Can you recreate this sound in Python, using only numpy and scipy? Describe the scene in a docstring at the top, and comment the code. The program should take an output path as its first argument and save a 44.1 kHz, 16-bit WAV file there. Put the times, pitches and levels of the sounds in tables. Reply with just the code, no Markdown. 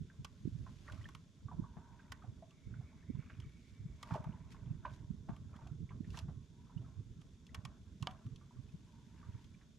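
"""Low gulps under a hollow plastic hull come first, with slaps and plops along its side: a kayak on a calm lake,
heard by a stereo pair just behind the seat. Gulps are short gliding tones; slaps are a bubble note in splash noise.
Crowds of small bubbles make the lapping and trickling, and filtered noise makes the wash, murmur and hiss.
Close by, fittings click as noise bursts in resonances, ringing modes make one knock on the deck, and a jacket
rustles as grainy noise. Far off in the trees a bird calls faintly, a run of arched notes smeared by the woods."""
import sys
import numpy as np
from scipy import signal
from scipy.fft import rfft, irfft
from scipy.io import wavfile
from scipy.ndimage import uniform_filter1d

SR = 44100
rng = np.random.default_rng(int(sys.argv[2]) if len(sys.argv) > 2 else 0)


def generate_wav(sig):
    """Save sig (samples, or channels by samples) to the path in sys.argv[1] as 16-bit PCM at SR."""
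    pcm = np.round(np.clip(np.atleast_2d(sig).T, -1, 1) * 32767).astype(np.int16)
    wavfile.write(sys.argv[1], SR, pcm)


N = 431298

# Air pockets under the hull. Each row: crest [s], peak level [dB], pitch [Hz], left over right [dB].
GULPS = [(0.013, -38.5, 138, -16), (0.201, -40, 133, 4), (0.457, -32.5, 133, -10), (0.456, -39, 316, -22),
         (0.477, -32.5, 216, -20), (0.477, -48, 343, -22), (0.531, -37.5, 97, -10),
         (0.557, -36.5, 143, -15), (0.61, -37.5, 121, -7), (0.698, -44, 119, -6), (0.924, -43, 99, -4),
         (1.003, -45, 110, -4), (1.461, -37.5, 115, -10), (1.542, -41, 149, -8), (1.595, -30.5, 162, -14),
         (1.6, -39.5, 277, -20), (1.775, -45.5, 153, 14), (2.291, -39, 101, -7), (2.676, -37, 119, -9),
         (2.73, -42.5, 115, -8), (2.797, -36, 112, -6), (3.1, -52, 440, -17), (3.103, -32, 221, -26),
         (3.153, -35, 132, -13), (3.193, -37.5, 120, -14), (3.395, -38, 112, -5), (3.469, -44, 125, 10),
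         (3.806, -41.5, 115, -8), (3.861, -37, 140, 7), (4.125, -30, 133, -5), (4.143, -35.5, 130, 2),
         (4.166, -48, 417, 0), (4.203, -39, 118, 3), (4.271, -34.5, 133, 3), (4.297, -36, 177, -7),
         (4.671, -43, 136, -6), (4.713, -28.5, 133, -8), (4.752, -40, 152, -15), (4.927, -41, 106, -5),
         (5.108, -32.5, 176, -21), (5.294, -47, 319, -4), (5.298, -33, 180, 14), (5.325, -40, 150, -12),
         (5.722, -37, 135, -10), (5.806, -38, 126, -8), (5.831, -37.5, 169, -14), (6.008, -37, 246, -21),
         (6.099, -40, 93, -4), (6.24, -38, 102, -8), (6.289, -35.5, 142, 2), (6.377, -39.5, 121, -7),
         (6.769, -36.5, 142, -15), (6.808, -41, 110, -5), (6.976, -44, 102, -8), (6.998, -37.5, 101.5, -9),
         (7.114, -43.5, 105, -6), (7.589, -40.5, 99, -6), (7.656, -43, 131, -13), (8.028, -36, 120, -9),
         (8.271, -35, 116, -1), (8.327, -44, 129, -11), (8.596, -42.5, 115, -17), (8.746, -41.5, 155, 9),
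         (9.298, -41.5, 99.4, -7), (9.352, -39, 110, -5.5)]
# Slaps at the waterline beside the seat.
# Each row: start [s], bubble level before trim [dB], bubble pitch [Hz], splash re bubble before trim [dB].
SLAPS = [(0.099, -56.5, 1570, -4), (0.664, -50, 1063, 1), (0.879, -49.5, 1880, -9), (0.885, -50.5, 1165, 3),
         (0.896, -46.5, 1466, -10), (0.914, -55, 574, -10), (0.976, -59, 1200, -5), (1.011, -59, 1920, 0),
         (1.042, -54, 3120, -23), (1.055, -46.5, 1796, -25), (1.484, -48.5, 1140, -14),
         (1.514, -44.5, 976, -16), (1.519, -49, 740, -1), (1.639, -50, 1110, -24), (1.767, -60.5, 747, 14),
         (1.994, -56.5, 1550, -3), (2.221, -53.5, 1245, -5), (2.239, -54, 750, 3.5),
         (2.424, -47.5, 659, -12), (2.511, -69.5, 1180, 2), (2.739, -53, 1490, -7), (2.809, -62, 737, -3),
         (2.927, -67, 900, -16), (3.026, -64, 1790, -16), (3.151, -63.5, 1000, -4), (3.223, -61, 1300, 4),
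         (3.297, -57, 1565, 9), (4.106, -45.5, 887, 11), (4.145, -36, 885, 0.5), (4.156, -37, 617, -2),
         (4.174, -44.5, 587, -6), (4.241, -47.5, 875, 0), (4.269, -55, 654, 0), (4.336, -52, 980, -6),
         (4.544, -55, 1080, 1), (4.852, -33.5, 1007, -16), (4.8494, -40, 1516, -8), (4.852, -57.5, 2980, 1),
         (4.859, -48.5, 610, -23), (5.287, -49, 768, 11.5), (5.332, -59.5, 1030, 7),
         (5.539, -60.5, 1250, 5), (5.587, -58, 940, 1), (5.612, -65.5, 900, 12), (5.664, -59.5, 730, 5),
         (5.891, -57.5, 2210, -3), (5.906, -53.5, 1020, 3.5), (6.043, -61.5, 1830, 4.5),
         (6.14, -54, 1170, 9.5), (6.172, -50.5, 950, 11.5), (6.282, -60.5, 740, 14.5),
         (6.695, -58.5, 1020, -1), (6.776, -59, 2870, -26), (6.823, -74, 696, 12),
         (6.844, -61.5, 1280, -10), (7.49, -62, 1930, -14), (8.411, -62.5, 1160, 2),
         (8.508, -59.5, 970, -38), (8.566, -68.5, 1175, 0), (8.69, -66.5, 2510, -16),
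         (9.228, -56, 1174, -3), (9.543, -63.5, 2350, -5), (9.61, -68.5, 1500, 10)]
# Ripples running along the side, as gains.
# Each row: start [s], length [s], lapping [dB], air tone [dB], trickle [dB].
RUNS = [(0.878, 0.16, -70.5, -90, -74), (1.627, 0.03, -77, -66, -95), (1.767, 0.17, -78.5, -66.5, -84),
        (1.982, 0.25, -80, -73, -76), (2.693, 0.31, -79.5, -98, -79), (3.203, 0.22, -89, -100, -71),
        (4.101, 0.039, -63, -61, -66), (4.224, 0.15, -87, -67, -73), (4.468, 0.26, -78, -77, -76),
        (4.823, 0.22, -89, -76, -82), (5.547, 0.11, -71, -80, -76), (6.552, 0.2, -98, -75, -89),
        (6.794, 0.13, -77, -87, -89), (7.54, 0.2, -74, -85, -88), (8.1, 0.057, -66, -76, -74),
        (8.904, 0.1, -92, -73.5, -99), (9.157, 0.25, -83, -74.5, -75)]
# The boat's rocking, as the level of the slosh between gulps. Each row: time [s], level [dB].
ROCKING = [(0.0, -71), (1.06, -54.5), (1.25, -63), (2.6, -62), (3.1, -60.5), (6.24, -53), (6.42, -62.5),
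           (6.86, -57), (9.35, -62), (9.78, -63.5)]
# Moments when the small water sounds dip. Each entry: time [s].
LULLS = [0.02, 1.33, 2.58, 3.6, 5.82, 6.46, 7.36, 9.74]
# Resonances of the hollow hull. Each row: pitch [Hz], nominal width before widening [Hz], level [dB].
HULL = [(627, 50, -2.5), (675, 16.4, -10), (914, 72, -0.5), (1040, 35, -5.5), (1208, 120, 0.5),
        (1456, 130, -1)]
# Tone of the hull's air, kept ringing by the wash.
# Each row: pitch [Hz], nominal width before widening [Hz], level [dB].
AIR_TONE = [(942, 66, -3), (1510, 89, -14)]
# Clicks of the fittings. Each row: start [s], click level [dB], body tones re click before a common boost [dB].
CLICKS = [(0.246, -39.5, -1), (0.921, -48.5, -3), (1.087, -52, 6), (1.1482, -46.5, 2), (2.1189, -40.5, 2.5),
          (2.507, -58, -17), (3.4, -51, -7), (4.0277, -41.5, 2.5), (4.138, -50, 5.5), (4.159, -54, -14),
          (4.2404, -56, 6), (5.363, -58, 4), (5.562, -58.5, 3), (5.671, -55, -4), (6.103, -52.5, -27),
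          (6.172, -42.5, -33), (6.188, -40.5, -9), (7.214, -59, -0.5), (7.466, -54, -26),
          (7.545, -38.5, -0.5), (7.65, -40.5, 0), (8.0245, -39, -1.5), (8.109, -51, -3), (8.359, -52, -19),
          (8.264, -60.5, 2), (9.4426, -58.5, -23)]
# Modes of the fittings, the three body tones first. Each row: pitch [Hz], width [Hz], level [dB].
FITTING_MODES = [(1108, 180, 4.5), (1537, 150, -5), (1870, 340, -7), (2650, 260, 2.5), (3390, 280, 1),
                 (4320, 160, -2), (5110, 220, -3), (5990, 490, -6.5), (7500, 690, -11), (10370, 1400, -20)]
# A knock on the deck and its rebound. Each row: start [s], gain [dB].
KNOCKS = [(8.0713, -30), (8.075, -43.5)]
# Ringing modes of the deck. Each row: pitch [Hz], level [dB], time to fall 60 dB [s].
DECK_MODES = [(680, -13.5, 0.062), (750, -17.5, 0.16), (970, -4, 0.032), (1150, -15, 0.039),
              (1180, -6.5, 0.038), (1640, -7.5, 0.0098), (2290, -14, 0.03), (2990, 4, 0.0083),
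              (3250, 10.5, 0.0022), (4300, -15, 0.012), (4730, -8, 0.009), (5540, -17, 0.011),
              (6160, -5.5, 0.002)]
# The paddler shifts and the jacket rubs. Each row: crest [s], level [dB], build-up [s].
SHIFTS = [(1.0, -70.5, 0.59), (3.7, -75.5, 0.3), (4.15, -65, 0.096), (4.521, -63, 0.012),
          (4.945, -68.5, 0.038), (6.18, -61, 0.05), (8.09, -74.5, 0.11), (8.9, -81.5, 1),
          (9.43, -76.5, 0.54)]
# Loudness of the far bird. Each row: time [s], level [dB].
BIRD_LEVEL = [(2.4, -100), (2.55, -81.5), (3.4, -77.5), (4.3, -83), (4.8, -100)]
# Spectrum of the wash under the hull. Each row: frequency [Hz], relative density [dB per Hz].
SLOSH = [(20, -16.5), (40, -3.5), (70, 2), (110, -3), (170, -5), (255, -13), (320, -18), (450, -23.5),
         (700, -74.5)]
# Spectrum of the rubbing jacket. Each row: frequency [Hz], relative density [dB per Hz].
CLOTH = [(600, -26), (1500, 0), (3000, 0), (6500, -5), (8500, -13), (12000, -16), (15000, -45)]
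# Spectrum of the hull's low murmur. Each row: frequency [Hz], relative density [dB per Hz].
MURMUR = [(25, -16.5), (60, -14), (120, 1), (180, -1), (255, -2), (320, -14.5), (440, -15), (530, -28),
          (700, -49)]
# Spectrum of the background hiss. Each row: frequency [Hz], relative density [dB per Hz].
HISS = [(300, 8.5), (550, 3.5), (950, -8), (1400, -4.5), (2600, -11.5), (3000, -6), (3500, 6), (4100, -5.5),
        (6300, -0.5), (7500, -4), (8500, -14.5), (10000, -12), (12000, -40), (13500, -39)]
# How alike left and right are in the noise layers. Each row: frequency [Hz], likeness [0 to 1].
LIKENESS = [(30, 1), (120, 0.84), (300, 1), (1000, 0.2), (3500, 0.46), (7000, 0.61), (12000, 0.045)]

GULP_LEAD_S = 0.06  # each gulp is drawn this far either side of its crest
# The harder the water hits, the sooner the pocket closes:
# cycles from a middling strength up, doubled for every so many dB less.
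GULP_CYCLES, MIDDLING_GULP_DB, GULP_HALVING_DB = 1.69, -30.5, 19
# The slosh swells around every gulp: level re the gulp, and the most the swell can reach.
STIR_DB, STIR_RISE_S, STIR_FALL_S, SLOSH_TOP_DB = -14.5, 0.023, 0.055, -50
# The onset of a slap takes half as long for every so many dB above a middling one.
MIDDLING_SLAP_DB, SLAP_HALVING_DB, MIDDLING_SLAP_HZ = -52, 15.5, 1030
FLUTTER_HZ = (40, 302)  # how fast a splash breaks up and its bubble wobbles
PUSH_HZ = (278, 613)  # the dull push of a wavelet on the side
RUN_RISE_S, RUN_FALL_S = 0.053, 0.058
CALM_LAPPING_DB, CALM_RINGING_DB, CALM_TRICKLE_DB = -83, -90.5, -88  # gains between the ripples
# Every slap leaves a wake of bubbles and a finer fizz: base levels re the slap, then lag, rise and fall.
WAKE_DB, FIZZ_DB, WAKE_LAG_S, WAKE_RISE_S, WAKE_FALL_S = -24, -48, 0.0041, 0.018, 0.084
# A splashy slap stirs more; a higher one leaves slightly more wake and far more fizz.
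WAKE_SPLASH_SHARE, WAKE_DB_PER_OCTAVE, FIZZ_DB_PER_OCTAVE = 0.47, 1.5, 26
LULL_DB, LULL_S = -3.5, 0.1  # depth of a dip, and time from its middle to 1/e of that depth
HULL_T60_S = 0.18
SETTLE_S, SETTLE_SHARE, STILL_JACKET_DB = 0.015, 0.22, -81.5  # stopping: shortest time plus share of build-up
MURMUR_DB, HISS_DB = -64.5, -78
CUTOFF_HZ = 15500  # from here up the treble is at least 60 dB down
LEFT_RIGHT = np.array([[1], [-1]])  # opposite signs for the two sides


def under_hull(small_db=-1.0, pan_db=-5, surge_db=3.0):
    """Big gulps, a crowd of small ones, and the dull wash of moving water, mostly on the right."""
    big, small = np.zeros((2, N)), np.zeros((2, N))
    for s, db, hz, pan in GULPS:
        softer_db = max(MIDDLING_GULP_DB - db, 0)
        length = GULP_CYCLES / hz * 2 ** (softer_db / GULP_HALVING_DB)
        add(big, s - GULP_LEAD_S, from_db(db) * gulp(hz, length), pan)
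    for when, size, pitch, length, side in rng.random((300, 5)):
        hz = 78 * 2.8 ** pitch
        pocket = from_db(4.1 * size) * gulp(hz, (1.47 + length) / hz)
        add(small, when * N / SR - GULP_LEAD_S, pocket, pan_db + 22 * (side - 0.5))

    slow = uniform_filter1d(uniform_filter1d(rng.standard_normal(N), size=1200), size=1200)
    surge = from_db(surge_db * rms_one(slow))
    sides = from_db(pan_db / 2 * LEFT_RIGHT)
    wash = rms_one(coloured(rng.standard_normal((2, N)), SLOSH) * surge * sides)

    stir_rows = [(s, db + STIR_DB, STIR_RISE_S, 0, STIR_FALL_S) for s, db, _, _ in GULPS]
    stirred = swells(stir_rows, -np.inf)
    rocking = from_db(in_time(ROCKING)) * lulls()
    # past a certain swell the water spends itself in the big gulps
    swell = np.minimum(np.hypot(stirred, rocking), from_db(SLOSH_TOP_DB))
    return big + swell * (from_db(small_db) * rms_one(small) + wash)


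def gulp(hz, length, rise=0.28, port_phase=0.84):
    """A trapped air pocket swells and fades within a few cycles, rising in pitch as it is squeezed."""
    t = np.arange(-GULP_LEAD_S, GULP_LEAD_S, 1 / SR)
    u = t / length
    phase = 2 * np.pi * np.cumsum(hz * (1 + rise * np.tanh(u))) / SR
    phase -= phase[len(t) // 2]
    # the sound bends round the hull and reaches the left side a little out of step (radians)
    left_lag = port_phase * rng.normal() * np.array([[1], [0]])
    return np.cos(phase + left_lag) / np.cosh(3.45 * u)


def slaps(trim_db=-2.0, bubble_t60=0.044, splash_s=0.013, spread=1.404, wetting_s=0.001, glide=0.07,
          rough=0.27, grain_db=4.0, push_db=-10):
    """A wavelet hits the side: grainy splash and dull push around the wobbling note of the bubble it closes."""
    out = np.zeros((2, N))
    t = np.arange(int(0.07 * SR)) / SR
    for s, db, hz, splash_db in SLAPS:
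        water, grains, wobble = rng.standard_normal((3, len(t)))
        grains = rms_one(band(grains, *FLUTTER_HZ))
        wobble = rms_one(band(wobble, *FLUTTER_HZ))

        burst = water * from_db(grain_db * grains)
        splash = rms_one(band(burst, hz / spread, hz * spread))
        push = from_db(push_db) * rms_one(band(water, *PUSH_HZ))
        spray = (splash + push) * np.exp(-t / splash_s) * (1 - np.exp(-t / 0.0018))

        # small bubbles die sooner and tend to glide up, big ones tend to sag
        rise = glide * (np.log2(hz / MIDDLING_SLAP_HZ) + rng.uniform(-1.1, 1))
        t60 = bubble_t60 * np.sqrt(MIDDLING_SLAP_HZ / hz)
        attack_s = wetting_s * 2 ** ((MIDDLING_SLAP_DB - db) / SLAP_HALVING_DB)
        note = bubble(hz, t60, attack_s, rise)
        note = note * (1 + rough * wobble[:len(note)])

        pan = rng.normal(-3.0, 1)
        add(out, s, from_db(db + trim_db) * note, pan)
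        add(out, s, from_db(db + trim_db + splash_db) * 0.49 * spray, pan)
    return out


def bubble(hz, t60, attack_s, rise):
    """A bubble pinches off and rings, its pitch gliding by the share rise as it moves; envelope peak 1."""
    t = np.arange(int(np.clip(t60, 0.005, 0.07) * SR)) / SR
    u = t / max(t60, 0.005)
    phase = 2 * np.pi * np.cumsum(hz * (1 + rise * (np.tanh(3 * u) - 0.3))) / SR
    envelope = np.exp(-np.log(1000) * u) * (1 - np.exp(-t / attack_s)) ** 2
    return np.sin(phase) * envelope / envelope.max()


def waterline(direct_db=-4.5, hollow_db=-1.5, trickle_db=-5, droplets_db=-10, ripple_blur=3.6):
    """Dense, quickly damped bubbles, direct and through the hull; wash rings the air tone; stray droplets."""
    ripples = bubbling(540, 1600, cycles=12, size_db=9, count=2900)
    trickle = bubbling(1250, 2700, cycles=18, size_db=8, count=3200)
    droplets = bubbling(1100, 3600, cycles=24, size_db=12, count=320)
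    hollow = rms_one(hull(ripples, HULL, ripple_blur))
    lapping = from_db(direct_db) * ripples + from_db(hollow_db) * hollow
    dribble = from_db(trickle_db) * trickle + from_db(droplets_db) * droplets
    # one wash common to both sides, plus a little of each side's own
    washing = rms_one(rng.standard_normal(N) + 0.36 * rng.standard_normal((2, N)))
    ringing = sum(from_db(db) * rms_one(resonate_twice(washing, hz, 2 * width)) for hz, width, db in AIR_TONE)

    lapping_runs = [(s, length, db) for s, length, db, _, _ in RUNS]
    ringing_rows = [(s, db, RUN_RISE_S, length, RUN_FALL_S) for s, length, _, db, _ in RUNS]
    trickle_runs = [(s, length, db) for s, length, _, _, db in RUNS]
    lapping_gain = stirred_by_ripples(lapping_runs, WAKE_DB, CALM_LAPPING_DB, WAKE_DB_PER_OCTAVE)
    ringing_gain = swells(ringing_rows, CALM_RINGING_DB)
    dribble_gain = stirred_by_ripples(trickle_runs, FIZZ_DB, CALM_TRICKLE_DB, FIZZ_DB_PER_OCTAVE)
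    return lapping_gain * lapping + ringing_gain * ringing + dribble_gain * dribble


def bubbling(low_hz, high_hz, cycles, size_db, count, glide=0.31):
    """Small bubbles at random moments, pitches and places, each with its own upward glide; rms 1."""
    out = np.zeros((2, N))
    for when, size, pitch, life, side, rise in rng.random((count, 6)):
        hz = low_hz * (high_hz / low_hz) ** pitch
        note = bubble(hz, cycles * (0.5 + life) / hz, 0.00065, glide * rise ** 2)
        add(out, when * N / SR, from_db(size_db * size ** 2) * note, 6 * (side - 0.5))
    return rms_one(out)


def stirred_by_ripples(runs, wake_db, calm_db, db_per_octave):
    """How hard the waterline bubbles: during each run (start s, length s, dB) and just after each slap."""
    rows = [(s, db, RUN_RISE_S, length, RUN_FALL_S) for s, length, db in runs]
    for s, db, hz, splash_db in SLAPS:
        octaves = np.log2(hz / MIDDLING_SLAP_HZ)
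        stir_db = wake_db + db_per_octave * octaves + WAKE_SPLASH_SHARE * splash_db
        rows.append((s + WAKE_LAG_S, db + stir_db, WAKE_RISE_S, 0, WAKE_FALL_S))
    return swells(rows, calm_db)


def lulls():
    """Gain of the small water sounds, which dip briefly by a few dB."""
    t = np.arange(N) / SR
    return from_db(LULL_DB * sum(np.exp(-((t - s) / LULL_S) ** 2) for s in LULLS))


def hull(x, modes, blur=1, apart=0.41):
    """The air inside the hull rings on in clusters of close modes; blur widens the clusters."""
    t = np.arange(int(0.5 * SR)) / SR
    mid, side = rng.standard_normal((2, len(t)))
    echoes = (mid + apart * side * LEFT_RIGHT) * np.exp(-np.log(1000) * t / HULL_T60_S)
    response = sum(from_db(db) * rms_one(resonate_twice(echoes, hz, 2 * blur * width)) for hz, width, db in modes)
    return signal.fftconvolve(x, rms_one(response) / np.sqrt(len(t)), axes=1)[:, :N]


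def fittings(rasp_s=0.0041, body_lag_s=0.0018, body_db=6.0, apart=0.3):
    """A fitting slips in a few milliseconds of tiny catches; its low body tones answer a moment later."""
    out = np.zeros((2, N))
    t = np.arange(int(0.08 * SR)) / SR
    for s, db, weight_db in CLICKS:
        mid, side = rng.standard_normal((2, len(t)))
        rasp = (mid + apart * side * LEFT_RIGHT) * np.exp(-t / rasp_s) * (1 - np.exp(-t / 0.00031))
        tones = [(-1) ** k * from_db(mode_db) * resonate(rasp, hz, width)
                 for k, (hz, width, mode_db) in enumerate(FITTING_MODES)]
        body, snap = sum(tones[:3]), sum(tones[3:])
        add(out, s, from_db(db) * 0.086 * rms_one(snap), -1)
        add(out, s + body_lag_s, from_db(db + weight_db + body_db) * 0.051 * rms_one(body), -1.5)
    return out


def knock(contact_s=0.00007):
    """Each contact rings the deck's modes; plastic gives a little, which rounds the attack."""
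    out = np.zeros((2, N))
    t = np.arange(int(0.2 * SR)) / SR
    ring = 0
    for k, (hz, db, t60) in enumerate(DECK_MODES):
        decay = np.exp(-np.log(1000) * t / t60)
        ring = ring + (-1) ** k * from_db(db) * np.sin(2 * np.pi * hz * t) * decay
    for s, db in KNOCKS:
        add(out, s, from_db(db) * ring * (1 - np.exp(-t / contact_s)), -2)
    return out


def jacket(grain_db=2.5):
    """Stiff cloth rubs in clumps of fine grains; most movements build up more slowly than they stop."""
    clumps = rms_one(uniform_filter1d(rng.standard_normal(N), size=90))
    rows = [(s, db, build, 0, SETTLE_S + SETTLE_SHARE * build) for s, db, build in SHIFTS]
    grains = rng.standard_normal((2, N)) * from_db(grain_db * clumps)
    return swells(rows, STILL_JACKET_DB) * coloured(grains, CLOTH)


def far_bird(notes_per_s=8.9, pitch_hz=2300, scatter=0.04, unsteady=0.18):
    """A long run of short, hoarse, arched notes, each a little off in pitch and time, smeared by the woods."""
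    beat = np.arange(N) / SR * notes_per_s
    beat = np.maximum(beat + np.interp(beat, np.arange(200), unsteady * rng.uniform(-1, 1, 200)), 0)
    place = beat % 1 * 2 - 1  # -1 to 1 across each note
    waver = 0.05 * rms_one(uniform_filter1d(rng.standard_normal(N), size=200))
    note_offset = scatter * rng.standard_normal(200)[beat.astype(int)]
    top_hz = pitch_hz * (1 + waver + note_offset)
    arch_hz = top_hz * (1 - 0.6 * place ** 2)
    notes = np.sin(2 * np.pi * np.cumsum(arch_hz) / SR) * np.exp(-(1.5 * place) ** 2)
    t = np.arange(SR // 2) / SR
    woods = rng.standard_normal((2, len(t))) * np.exp(-t / 0.08)
    woods = woods + woods.sum(axis=0)  # partly shared by both sides
    smeared = signal.fftconvolve(notes[None], woods, axes=1)[:, :N]
    return from_db(in_time(BIRD_LEVEL)) * rms_one(smeared)


def hull_murmur():
    """The low murmur of the hollow hull, as noise weighted to the bass."""
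    return from_db(MURMUR_DB) * coloured(rng.standard_normal((2, N)), MURMUR)


def background_hiss():
    """A faint, steady hiss behind everything, as shaped noise."""
    return from_db(HISS_DB) * coloured(rng.standard_normal((2, N)), HISS)


def from_db(db):
    """Decibels to gain."""
    return 10 ** (np.asarray(db) / 20)


def rms_one(x):
    """Scale to unit power."""
    return x / np.sqrt(np.mean(x ** 2) + 1e-20)


def in_time(rows):
    """A level curve of (s, dB) rows, sample by sample."""
    s, db = np.transpose(rows)
    return np.interp(np.arange(N) / SR, s, db)


def at_hz(points, hz):
    """Read a spectrum on a log-frequency axis."""
    point_hz, value = np.transpose(points)
    return np.interp(np.log(hz), np.log(point_hz), value)


def add(out, s, sound, pan_db=0):
    """Mix a sound into a stereo track at time s; positive pan leans left."""
    sides = from_db(pan_db / 2 * LEFT_RIGHT)
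    i = int(s * SR)
    first, last = max(i, 0), min(i + sound.shape[-1], N)
    if last > first:
        out[:, first:last] += sides / sides.mean() * sound[..., first - i:last - i]


def band(x, low_hz, high_hz):
    """Gentle band-pass."""
    return signal.sosfilt(signal.butter(2, [low_hz, high_hz], "band", fs=SR, output="sos"), x)


def resonate(x, hz, width):
    """One resonance, with a gain of about 1 on top."""
    r = np.exp(-np.pi * width / SR)
    feed = np.array([1, 0, -1]) * (1 - r * r) / 2
    return signal.lfilter(feed, [1, -2 * r * np.cos(2 * np.pi * hz / SR), r * r], x)


def resonate_twice(x, hz, width):
    """The same resonance in series, for steeper skirts."""
    return resonate(resonate(x, hz, width), hz, width)


def coloured(pair, spectrum):
    """Two unrelated signals become stereo of the given spectrum, as alike as LIKENESS says; rms 1."""
    hz = np.maximum(np.arange(N // 2 + 1) * SR / N, 1)
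    gain = from_db(at_hz(spectrum, hz)) * np.minimum(hz / spectrum[0][0], 1) ** 2
    alike = np.clip(at_hz(LIKENESS, hz), -1, 1)
    mid, side = rfft(pair) * gain
    return rms_one(irfft(np.sqrt(1 + alike) * mid + np.sqrt(1 - alike) * side * LEFT_RIGHT, N))


def swells(rows, rest_db):
    """Gain from rows (s, dB, rise s, hold s, fall s); swells add in power on a resting level."""
    t = np.arange(0, N, 64) / SR
    power = from_db(rest_db) ** 2
    for s, db, rise, hold, fall in rows:
        away = np.maximum(np.maximum((s - t) / rise, (t - s - hold) / fall), 0)
        power = power + (from_db(db) * np.exp(-away)) ** 2
    return np.interp(np.arange(N) / SR, t, np.sqrt(power))


def scene(slap_ring_db=-20, blow_ring_db=-20, blow_blur=5):
    """Water, boat, jacket and shore; slaps ring the hull's narrow modes, hard blows ring them far wider."""
    water, blows = slaps(), fittings() + knock()
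    slap_ring = from_db(slap_ring_db) * hull(water, HULL)
    blow_ring = from_db(blow_ring_db) * hull(blows, HULL, blow_blur)
    small_water = lulls() * (waterline() + hull_murmur())
    near = under_hull() + water + small_water + blows + slap_ring + blow_ring + jacket()
    return near + far_bird() + background_hiss()


def record(dry):
    """The top of the treble is cut steeply."""
    return signal.sosfilt(signal.cheby2(12, 60, CUTOFF_HZ, fs=SR, output="sos"), dry)


dry = scene()
out = record(dry)
generate_wav(out)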